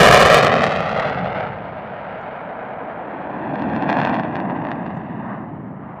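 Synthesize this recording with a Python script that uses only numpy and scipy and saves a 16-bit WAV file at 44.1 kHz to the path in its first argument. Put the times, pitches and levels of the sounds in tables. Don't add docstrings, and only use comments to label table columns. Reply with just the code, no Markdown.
import sys
import numpy as np
from scipy import signal
from scipy.fft import rfft, irfft, next_fast_len
from scipy.io import wavfile
from scipy.ndimage import map_coordinates

SR = 44100
rng = np.random.default_rng(int(sys.argv[2]) if len(sys.argv) > 2 else 0)


def dump(signal):
    limited = np.clip(np.atleast_2d(signal).T, -1, 1)
    pcm = np.round(limited * 32767).astype(np.int16)
    wavfile.write(sys.argv[1], SR, pcm)


N = 264600
TIME_S = np.arange(N) / SR


def from_db(db):
    return 10 ** (np.asarray(db) / 20)


def values_at(rows, positions):
    first, *columns = np.transpose(rows)
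    return [np.interp(positions, first, column) for column in columns]


def shape_tone(sound, tone):
    size = 2 * next_fast_len(N)
    pitch_hz, level_db = np.transpose(tone)
    hz = np.maximum(np.arange(size // 2 + 1) * SR / size, 1)
    gain = from_db(np.interp(np.log(hz), np.log(pitch_hz), level_db)) * hz / np.hypot(hz, 20)
    gain /= np.sqrt(np.mean(gain ** 2))
    cepstrum = irfft(np.log(gain))
    cepstrum[1:size // 2] *= 2
    cepstrum[size // 2 + 1:] = 0
    return irfft(rfft(sound, size) * np.exp(rfft(cepstrum)), size)[:N]


def noise(tone):
    return shape_tone(rng.standard_normal(N), tone)


def swells(rows):
    return sum(from_db(level_db) * np.exp(-((TIME_S - peak_s) / half_length_s) ** 2)
               for peak_s, level_db, half_length_s in rows)


# peak_s, level_db, half_length_s
SWISH_SWELLS = [(2.189, -80, 0.0094), (2.216, -70, 0.0047), (4.958, -81, 0.027), (4.972, -74, 0.0075)]
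# pitch_hz, level_db
SWISH_TONE = [(1000, -30), (3500, -6), (6500, 2), (9000, -13), (13000, -22)]

def swishes():
    return swells(SWISH_SWELLS) * noise(SWISH_TONE)


# peak_s, level_db, half_length_s
RUSH_SWELLS = [(1.02, -28, .04), (5.32, -36.5, 0.11), (5.88, -49.5, .12)]
# pitch_hz, level_db
RUSH_TONE = [(400, -33), (750, -9), (1000, 0.5), (1350, 1.5), (1900, -11.5), (3000, -28), (6000, -63)]

def rushes():
    return swells(RUSH_SWELLS) * noise(RUSH_TONE)


def add_nearby_echoes(sound, level_db=-14, fade_60_db_s=.12, start_s=.003, above_hz=900):
    t = np.arange(SR // 5) / SR
    tail = rng.standard_normal(len(t)) * from_db(-60 * t / fade_60_db_s) * (t > start_s)
    cut_bass = signal.butter(1, above_hz, "high", fs=SR, output="sos")
    tail = signal.sosfilt(cut_bass, tail / np.linalg.norm(tail))
    return sound + from_db(level_db) * signal.fftconvolve(sound, tail)[:N]


# time_s, delay_ms, treble_share (0 to 1)
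GROUND_BOUNCE = [(.1, 1.73, 0.52), (.75, 1.546, 0.47), (1.4, 1.396, 0.4), (1.6, 1.37, 0.08),
                 (2.8, 1.3, 0.15), (3.15, 1.24, 0.02), (3.45, 1.17, 0.45), (4.05, 1.163, 0.5),
                 (4.65, 1.1, 0.4), (5.35, 1.086, 0.52), (5.6, 1.02, 0.17)]

def add_ground_echo(sound, bass_share=.72, bass_below_hz=520):
    delay_ms, treble_share = values_at(GROUND_BOUNCE, TIME_S)
    echo = map_coordinates(sound, [np.arange(N) - delay_ms * SR / 1000], order=3)
    bass = signal.sosfiltfilt(signal.butter(1, bass_below_hz, fs=SR, output="sos"), echo)
    return sound + bass_share * bass + treble_share * (echo - bass)


# time_s, rumble_db, rumble_pitch_ratio, boom_db
RUMBLE_CURVE = [(0, -13, 0.94, -29.5), (.3, -22, 0.87, -37), (.55, -19.5, 0.98, -53), (.9, -30, 0.81, -49),
                (1.25, -29.5, 0.76, -54.5), (1.7, -38, 0.77, -63.5), (2.35, -40.5, 0.93, -60),
                (3.1, -33.5, 1.33, -62.5), (3.65, -22, 1.163, -68.5), (4.1, -22.5, 1.125, -68),
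                (4.8, -28.5, 1.01, -66), (5.3, -30.5, .93, -78), (5.8, -34.5, 0.86, -84.5),
                (6, -39, 0.77, -81.5)]
# pitch_hz, level_db
SWIRL_TONE = [(40.0, -38.5), (70.0, -19), (110.0, -9), (170.0, -1), (260.0, 1), (400.0, -5), (800.0, -17),
              (1600.0, -102.0)]
# pitch_hz, level_db
BOOM_TONE = [(20, -5), (45, -5.5), (80, 6), (160, -15), (500, -57)]

def rumble():
    rumble_db, pitch_ratio, boom_db = values_at(RUMBLE_CURVE, TIME_S)
    swirls = map_coordinates(noise(SWIRL_TONE), [np.cumsum(pitch_ratio)], order=3, mode="mirror")
    return from_db(rumble_db) * swirls + from_db(boom_db) * noise(BOOM_TONE)


def shock_clicks(times_s, strength, rise_ms, size=129):
    index = np.round(times_s * SR).astype(int)[:, None] + np.arange(size) - size // 2
    width_samples = np.maximum(rise_ms * SR / 1000, .3)[:, None]
    bump = 1 - np.tanh((index - times_s[:, None] * SR) / width_samples) ** 2
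    bump *= (strength / bump.sum(axis=1))[:, None]
    inside = (index >= 0) & (index < N)
    return np.bincount(index[inside], bump[inside], N)


def bursts(times_s, changes_per_s=110):
    points = rng.standard_normal(int(N / SR * changes_per_s) + 2)
    return map_coordinates(points, [times_s * changes_per_s], order=3, mode="nearest")


# time_s, level_db, typical_rise_ms
SHOCK_STREAM = [(0, 3, 0.014), (.15, 3, 0.021), (.36, 1, 0.027), (.47, -2.5, 0.049), (.51, -4, 0.088),
                (.66, -5.5, 0.058), (.8, -9, .072), (.94, -9, .076), (1.0, -6, 0.08), (1.17, -10, 0.097),
                (1.43, -9, 0.11), (1.54, -14.5, 0.12), (1.75, -15.5, 0.12), (2.25, -13.5, 0.13),
                (2.8, -13, 0.15), (3.5, -13, 0.14), (3.86, -11, 0.13), (3.9, -7, 0.13), (4.1, -8, 0.13),
                (4.3, -12, 0.14), (4.62, -11, 0.17), (4.72, -11, 0.16), (4.82, -14.5, 0.15),
                (5.1, -18.5, 0.14), (5.31, -15, .17), (5.42, -17, 0.19), (5.49, -20.5, 0.17),
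                (5.74, -22, 0.18), (5.87, -18, .178)]
# stream_level_db, shocks_per_s
SHOCK_RATE = [(-14, 1900), (-9, 1200), (-5, 750), (0, 650), (4, 850)]

def crackle(size_spread_db=3.3):
    level_db, _ = values_at(SHOCK_STREAM, TIME_S)
    shocks_per_s, = values_at(SHOCK_RATE, level_db)
    top_rate = np.max(SHOCK_RATE, axis=0)[1]
    count = np.cumsum(shocks_per_s) / SR
    marks = np.cumsum(rng.gamma(2, .5, int(N / SR * top_rate)))
    reached = marks < count[-1]
    times_s = np.interp(marks[reached], count, TIME_S)
    size, luck = rng.standard_normal((len(marks), 2))[reached].T
    size = np.minimum(size, 1.4)
    burst = bursts(times_s)
    stream_db, rise_ms = values_at(SHOCK_STREAM, times_s)
    ragged_db = np.clip(2.9 + .175 * stream_db, .4, 2.9)
    sharpness = np.minimum(.6 * burst + .5 * size + .55 * luck, 1.5)
    strength_db = stream_db + size_spread_db * size + .25 * ragged_db * burst
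    merge_gain = np.sqrt(top_rate / np.interp(times_s, TIME_S, shocks_per_s))
    return shock_clicks(times_s, merge_gain * from_db(strength_db), rise_ms * from_db(-ragged_db * sharpness))


# time_s, strength_db
BIG_SHOCKS = [(0.0324, 16), (0.0723, 15), (0.1116, 17), (0.1458, 24), (0.1747, 14), (0.2053, 16),
              (0.2614, 13.5), (0.3008, 13.5), (0.3277, 14), (0.3443, 18.5), (0.3717, 12), (0.3862, 6),
              (0.4091, 2.5), (0.4268, 6.5), (0.4482, 11), (0.4688, 10.5), (0.4811, 6.5), (0.5191, 7.5),
              (0.5407, 10), (0.5538, 6.5), (0.6341, 5), (0.6407, 11), (0.6659, 3), (0.7228, 0),
              (0.7618, 1.5), (0.8058, 2), (0.894, -0.5), (0.9984, 4.5), (1.0976, 0), (3.5574, -3),
              (3.5966, -4.5), (3.6218, -1), (3.6994, -5), (3.7351, -5), (3.7637, 0), (3.8242, 1.5),
              (3.8926, 4), (3.8995, 7), (3.9283, 6.5), (3.9428, -1.5), (3.9694, 4.5), (3.9881, 4),
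              (4.002, 4.5), (4.0159, 6), (4.0507, 8), (4.0621, 2), (4.0726, 4), (4.0956, 2.5),
              (4.1431, 3.5), (4.1537, 0.5), (4.1663, -1), (4.1978, 1.5), (4.235, -3), (4.3559, 2.5),
              (4.3669, -0.5), (4.4021, -0.5), (4.499, -4), (4.5073, -5.5), (4.6515, -1), (4.67, -1.5),
              (4.6877, -3.5), (4.7081, -3.5), (4.7165, 4), (4.8647, -5.5), (4.9054, -9.5)]

def cracks(small_count=3, small_db=-13, spread_db=3, spread_s=.007):
    times_s, strength_db = np.transpose(BIG_SHOCKS)
    stream_db, typical_rise_ms = values_at(SHOCK_STREAM, times_s)
    rise_ms = .74 * typical_rise_ms * from_db(-.2 * (strength_db - stream_db))
    snaps = shock_clicks(times_s, from_db(strength_db), rise_ms)
    for offset, size in rng.standard_normal((len(times_s), 2, small_count)).T:
        level_db = strength_db + small_db + spread_db * size
        snaps += shock_clicks(times_s + spread_s * offset, from_db(level_db), rise_ms)
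    return snaps


# pitch_hz, level_db
SHOCK_TONE = [(40, -32), (120, -20), (300, -8), (450, -1.5), (660, 0), (1000, -4.3), (1800, -7.6),
              (3000, -13.8), (6000, -24.7), (15000, -40)]

def exhaust_shocks():
    return -shape_tone(add_nearby_echoes(crackle() + cracks()), SHOCK_TONE)


def scene():
    jet = exhaust_shocks() + rumble() + rushes()
    return (add_ground_echo(jet) + swishes())[None]


def record(dry, hiss_db=-85.5, overload_level=.93, cutoff_hz=15400):
    hiss = from_db(hiss_db) * rng.standard_normal(dry.shape)
    clipped = np.clip(dry + hiss, -overload_level, overload_level)
    return signal.sosfilt(signal.ellip(10, .1, 70, cutoff_hz, fs=SR, output="sos"), clipped)


dry = scene()
out = record(dry)
dump(out)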